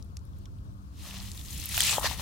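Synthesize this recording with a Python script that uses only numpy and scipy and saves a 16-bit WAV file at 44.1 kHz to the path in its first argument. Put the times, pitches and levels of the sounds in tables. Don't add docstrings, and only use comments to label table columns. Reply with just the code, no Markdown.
import sys
import numpy as np
from scipy import signal
from scipy.fft import rfft, irfft, next_fast_len
from scipy.io import wavfile
from scipy.ndimage import uniform_filter1d, map_coordinates

SR = 44100
rng = np.random.default_rng(int(sys.argv[2]) if len(sys.argv) > 2 else 0)


def materialize(psi):
    bounded = np.clip(np.atleast_2d(psi).T, -1, 1)
    quanta = np.round(bounded * 32767).astype(np.int16)
    wavfile.write(sys.argv[1], SR, quanta)


def decibels_to_gain(level_db):
    exponent = np.asarray(level_db, float) / 20
    return 10 ** exponent


N = 97549


def unit(x):
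    return x / np.sqrt(np.mean(x ** 2) + 1e-20)


def along(points, hz):
    f, v = np.transpose(points)
    return np.interp(np.log(hz + 1), np.log(f + 1), v)


def curves(rows):
    s, *cols = np.transpose(rows)
    return [np.interp(np.arange(N) / SR, s, c) for c in cols]


def wobble(rate):
    knots = rng.standard_normal(int(N * rate / SR) + 4)
    return map_coordinates(knots, [np.arange(N) * rate / SR])


def filtered(x, response):
    m = next_fast_len(N + SR // 2)
    return irfft(rfft(x, m) * response(np.fft.rfftfreq(m, 1 / SR)), m)[..., :N]


def rush(gain, alike):
    def mid_side(hz):
        turn = np.arccos(np.clip(along(alike, hz), -1, 1)) / 2
        return gain(hz) * [np.cos(turn), np.sin(turn)]

    mid, side = filtered(rng.standard_normal((2, N)), mid_side)
    return unit(np.array([mid + side, mid - side]))


def patchy(pair, depth_db):
    z = signal.stft(pair, nperseg=256)[2]
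    field = uniform_filter1d(rng.standard_normal(z.shape[1:]), size=4, axis=0)
    field = uniform_filter1d(field, size=8, axis=1)
    return unit(signal.istft(z * decibels_to_gain(depth_db * unit(field)), nperseg=256)[1][:, :N])


def sides(db):
    return decibels_to_gain(np.multiply.outer([.5, -.5], db))


def rings(s, hz, life_s, gains, size):
    t = np.arange(size) / SR
    wave = np.sin(2 * np.pi * np.minimum(hz, SR / 2.5)[:, None] * t) * np.exp(-t / life_s[:, None])
    at = ((s * SR).astype(int)[:, None] + np.arange(size)).ravel()
    return np.array([np.bincount(at, (g[:, None] * wave).ravel(), N + SR)[:N] for g in gains])


def grit():
    per_s, middle_hz, spread, cycles = 2200, 5120, 0.6, 0.9
    count = int(per_s * N / SR)
    u, g = rng.random((count, 2)), rng.standard_normal((count, 2))
    hz = middle_hz * np.exp(spread * g[:, 0])
    size_db = -np.log(u[:, 1] + 0.017)
    sizes = decibels_to_gain(size_db) * sides(np.clip(10 * g[:, 1], -12, 12))
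    return unit(rings(u[:, 0] * N / SR, hz, cycles / hz, sizes, size=128)) * decibels_to_gain(3)


# centre in Hz, width in Hz, level in dB.
STONE_MODES = [(620, 1370, -3), (1000, 750, 3), (1900, 290, -5.5)]


def stone(weight_db):
    lumps_per_s, size_db = 300, 5

    def body(f):
        return sum((-1) ** k * decibels_to_gain(db) * 1j * f * w / (c * c - f * f + 1j * f * w)
                   for k, (c, w, db) in enumerate(STONE_MODES))

    lumps = (rng.random(N) < lumps_per_s / SR) * decibels_to_gain(size_db * np.minimum(rng.exponential(size=N), 3))
    lumps = lumps * rng.choice([-1, 1], N)
    bumps = unit(filtered(lumps, body)) * decibels_to_gain(-3.5)
    rubbed = unit(bumps + rush(body, GRIT_ALIKE)) * decibels_to_gain(weight_db)
    return filtered(rubbed, lambda f: (1j * f / (420 + 1j * f)) ** 2)


# start in seconds, effort in dB, weight of the stone in dB,
# brightness in dB, left over right in dB.
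DRAG = [(0.975, -60, -15, -4, 2), (1.056, -49.5, -3, -1, 4.5), (1.192, -49, -6.5, -3, 4.5),
        (1.3, -54, -9, 1, 5), (1.43, -57.5, -7, 5.5, 4), (1.49, -52, -12, 4, 6.5),
        (1.57, -51.5, -10, 1, 5.5), (1.7, -42.5, -15.5, -1.5, 5), (1.784, -33.5, -10.5, 1.5, -1.5),
        (1.875, -31, -15, -5.5, 3.5), (1.944, -32.5, -5, -1, 8), (1.972, -41.5, 2, 6, 7),
        (2.004, -51.5, 5.5, 13.5, 11), (2.06, -32, 1, -9, 4), (2.094, -41, -4.5, -3, 9),
        (2.142, -43.5, -1.5, 0, 11.5), (2.17, -52, -4.5, 0, 5), (2.21, -44, 5.5, -1.5, 7.5)]
# start in seconds, level in dB.
SHUFFLE = [
    (0, -70.5),
    (.07, -90),
    (.3, -96),
    (.37, -72.5),
    (.46, -79),
    (.54, -92),
]
# frequency in Hz, level in dB per Hz.
SAND = [(880, -27), (1500, -9), (2200, -14), (2460, -8.5), (4280, -7), (4650, -15.5), (5250, -9),
        (9000, -32), (11700, -109), (19800, -120)]
# frequency in Hz, level in dB per Hz.
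DUST = [(3500, -90), (6000, 1), (7500, -1), (12000, -1), (15800, -5)]
# frequency in Hz, likeness 0 to 1.
GRIT_ALIKE = [(500, 1), (2000, 0.77), (5000, 0.11), (12000, 0.04)]


def drag():
    effort_db, weight_db, bright_db, side_db = curves(DRAG)
    stir_db, = curves(SHUFFLE)
    before_pull_s = np.clip(DRAG[0][0] - np.arange(N) / SR, 0, 1)
    gain = decibels_to_gain(effort_db - 300 * before_pull_s) + decibels_to_gain(stir_db)
    shiver_db = 1.96 * wobble(30.23) + 0.46 * wobble(150)

    sand = patchy(rush(lambda hz: decibels_to_gain(along(SAND, hz)), GRIT_ALIKE), depth_db=0.5)
    sand = sand * decibels_to_gain(shiver_db + 2.0 * wobble(60))
    dust = patchy(rush(lambda hz: decibels_to_gain(along(DUST, hz)), GRIT_ALIKE), depth_db=1.2)
    dust = dust * decibels_to_gain(shiver_db + bright_db + 1.5 * wobble(250))
    crisp = filtered(sand + grit(), lambda f: (1j * f / (1456 + 1j * f)) ** 3)
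    moved = gain * (crisp * sides(side_db) + dust * sides(0.46 * side_db) + stone(weight_db))

    dip_hz, dip_width_hz, dip_db = 1550, 180, -6
    return filtered(moved, lambda f: decibels_to_gain(dip_db * np.exp(-((f - dip_hz) / dip_width_hz) ** 2)))


def snaps(rows, ring_s, crack_db, tone_db):
    crack_s, width, late_s, tone_cycles = 0.0035, 0.28, 0.001, 31
    out, t = np.zeros((2, N + SR)), np.arange(1024) / SR
    f = np.fft.rfftfreq(2048, 1 / SR)
    for s, db, hz, side_db in rows:
        a, b, c = rng.standard_normal((3, len(t)))
        noise = np.array([a + 0.84 * b, a + 1.02 * c])
        fade = decibels_to_gain(-60 * t / ring_s) + decibels_to_gain(crack_db - 60 * t / crack_s)
        shape = fade * (1 - np.exp(-t / 0.0001))
        damping = 1j * f * hz * width * 2
        band = (damping / (hz * hz - f * f + damping)) ** 2
        burst = irfft(rfft(shape * noise, 2048) * band)[:, :len(t)]

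        tone = decibels_to_gain(tone_db - 60 * t * hz / tone_cycles) * np.sin(2 * np.pi * hz * t)
        burst = burst / np.abs(burst).max() + tone * (1 - np.exp(-t / 0.00025))
        burst = burst / np.abs(burst).max() * 2
        start = round((s + late_s) * SR)
        out[:, start:start + len(t)] += decibels_to_gain(db - 4) * sides(side_db)[:, None] * burst
    return out[:, :N]


# start in seconds, peak in dB, pitch in Hz, left over right in dB.
SNAPS = [(0.0244, -40, 5400, 7.5), (0.168, -33.5, 5600, 5), (0.168, -39, 7060, 4), (0.168, -46, 9200, 6),
         (0.168, -49, 2520, 1), (0.3324, -58.5, 3600, 9), (0.4548, -45, 3230, 5.5),
         (0.4552, -45.5, 5450, -1), (0.585, -60.5, 3580, -6), (1.1092, -35.5, 2980, -2),
         (1.1672, -38, 2980, 12), (1.1872, -39, 3100, 4), (1.2, -34.5, 4300, -5), (1.3153, -32, 5100, 7),
         (1.3153, -32, 8100, 5), (1.319, -42, 11000, 3), (1.3757, -36, 3550, 5), (1.3917, -38.5, 3620, 5),
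         (1.4112, -40, 3540, 8), (1.4485, -37, 7100, 0), (1.4582, -38, 6550, 3.5), (1.4834, -34, 4640, 5),
         (1.506, -31.5, 7440, 5), (1.5245, -37, 11900, 0), (1.528, -35.5, 5500, 4), (1.5375, -41, 11900, 3),
         (1.5977, -29, 7000, 7), (1.608, -32, 11100, -1), (1.6155, -36, 4500, 10), (1.669, -39, 3000, 1),
         (0.0454, -52, 9360, 6), (0.1905, -55, 6000, -3), (0.2508, -54, 10600, -3), (0.385, -52, 11500, 3),
         (1.333, -38, 7000, 4), (1.3714, -42, 13000, 0), (1.576, -32, 7000, 4.0), (1.581, -31, 10400, 7),
         (1.6383, -29, 10100, 10), (1.6563, -22.5, 13300, -7), (1.689, -25, 10900, 2),
         (1.804, -16.5, 8000, 15), (1.9954, -27, 8900, 10)]
# start in seconds, peak in dB, pitch in Hz, left over right in dB.
BREAK = [
    (1.8042, -14, 3270, 3),
    (1.8047, -15.5, 13000, 0),
    (1.8052, -12.5, 8250, 1),
]


def shells():
    return snaps([*SNAPS, *BREAK], ring_s=0.02, crack_db=7, tone_db=-3)


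# start in seconds, peak in dB, pitch in Hz, left over right in dB.
CRACKS = [(1.7437, -25.5, 3130, 5), (1.744, -24, 7600, 4), (1.7657, -30, 5000, 2), (1.7675, -18, 7860, 2),
          (1.7725, -31, 7100, 2), (1.777, -20.5, 3070, 8), (1.7772, -12.5, 14200, 0),
          (1.7912, -23.5, 3820, 3), (1.8148, -15.5, 5500, 7), (1.8195, -15, 6060, -3),
          (1.828, -27, 13000, 0), (1.831, -20.5, 4500, 6), (1.8312, -24, 12400, 0), (1.8355, -12, 7000, 3),
          (1.849, -27, 3970, -3), (1.8492, -19, 11900, 0), (1.8575, -28, 3050, 0), (1.866, -22, 3930, -2),
          (1.8662, -18, 8800, 5), (1.8755, -24, 5040, 2), (1.8945, -19, 3910, -4), (1.9095, -26, 6630, 23),
          (1.9165, -19, 7400, 5)]


def cracks():
    return snaps(CRACKS, ring_s=0.011, crack_db=7, tone_db=-9)


# start in seconds, peak in dB, pitch in Hz, left over right in dB.
KNOCKS = [(1.742, -33.5, 1400, -3), (1.7768, -29.5, 760, 2), (1.7779, -23.5, 1590, -2),
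          (1.8041, -19.5, 1900, 5), (1.895, -29.5, 1210, -8), (1.93, -29.5, 1000, 6),
          (1.9822, -16.5, 833, 8.5), (1.9944, -32, 900, 6), (2.011, -31, 950, 9), (2.0553, -21, 1010, -1),
          (1.982, -23, 590, 2.5), (2.0295, -30, 1000, -16), (2.034, -32.5, 1000, 21), (2.0437, -25, 620, 3),
          (2.0439, -26, 1100, -10), (2.0638, -24, 950, 8), (2.1119, -27.5, 915, 9), (2.132, -37.5, 840, 17),
          (2.196, -39, 1030, 12)]


def knocks():
    life_cycles, rise_cycles = 1.36, 0.52
    s, db, hz, side_db = np.transpose(KNOCKS)
    gains = decibels_to_gain(db + 7.5) * sides(side_db)
    full = rings(s, hz, life_cycles / hz, gains, size=1024)
    return full - rings(s, hz, rise_cycles / hz, gains, size=1024)


# middle in seconds, half length in seconds, level in dB, pitch in Hz.
RASPS = [
    (1.89, 0.028, -32, 2570),
    (1.903, 0.07, -33.5, 7700),
    (1.96, 0.041, -43.5, 3200),
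    (2.059, 0.014, -31.5, 1780),
    (2.082, 0.004, -45, 1800),
    (2.071, 0.012, -35.5, 4280),
]


def rasps():
    t, width = np.arange(N) / SR, 0.12
    out = np.zeros((2, N))
    for s, half_s, db, hz in RASPS:
        swell = decibels_to_gain(db + 3.0 * wobble(300)) * np.exp(-((t - s) / half_s) ** 2)
        out += swell * rush(lambda f: 1 / (1 + ((f - hz) / (width * hz)) ** 4), GRIT_ALIKE)
    return out


# frequency in Hz, level in dB rms.
DRONE = [(97, -54), (194, -60), (291, -66.5)]


def drone():
    t, out = np.arange(N) / SR, np.zeros(N)
    for hz, db in DRONE:
        level = np.sqrt(2) * decibels_to_gain(db + 4.12 * wobble(4.115))
        out += level * np.sin(2 * np.pi * hz * t + 0.24 * wobble(3.5))
    return out


# start in seconds, level in dB.
RUMBLE = [(0.0, -32.5), (0.02, -43), (0.75, -41), (0.77, -45), (1.55, -40.5), (1.61, -36.5), (1.67, -47.5),
          (1.72, -39), (2.21, -38.5)]
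# frequency in Hz, level in dB per Hz.
RUMBLE_COLOUR = [(12, -62), (22, -17), (40, -6), (66, 2), (100, -4.5), (198, -17), (295, -23), (461, -32.5),
                 (900, -37), (1170, -87), (1980, -120)]
# frequency in Hz, likeness 0 to 1.
RUMBLE_ALIKE = [(30, 0.12), (80, 0.39), (180, 1), (400, 0.97)]
# frequency in Hz, level in dB per Hz.
SHORE_COLOUR = [(290, -37), (550, -8), (800, -10), (1100, -1.5), (1450, -8), (1950, -20), (4600, -17.5),
                (9000, -23.5), (15800, -27)]


def shore():
    level_db, = curves(RUMBLE)
    rumble = rush(lambda hz: decibels_to_gain(along(RUMBLE_COLOUR, hz)), RUMBLE_ALIKE) * decibels_to_gain(level_db)
    hiss = patchy(rush(lambda hz: decibels_to_gain(along(SHORE_COLOUR, hz)), GRIT_ALIKE), depth_db=1.5)
    hiss = hiss * decibels_to_gain(-64.5 + 0.6 * wobble(40)) * sides(7.94)[:, None]

    def lag(hz):
        delay_s = 0.00045
        return np.exp(-1j * np.pi * np.multiply.outer([-1, 1], np.minimum(hz, 1200) * delay_s))

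    return filtered(rumble + drone() + hiss, lag)


def scene():
    return drag() + shells() + cracks() + knocks() + rasps() + shore()


def top_cut(x):
    return signal.sosfilt(signal.butter(12, 17010, fs=SR, output="sos"), x)


def record(dry):
    mix = filtered(dry, lambda hz: np.where(hz < 15900, 1, decibels_to_gain(-37)))
    return top_cut(mix)


dry = scene()
out = record(dry)
materialize(out)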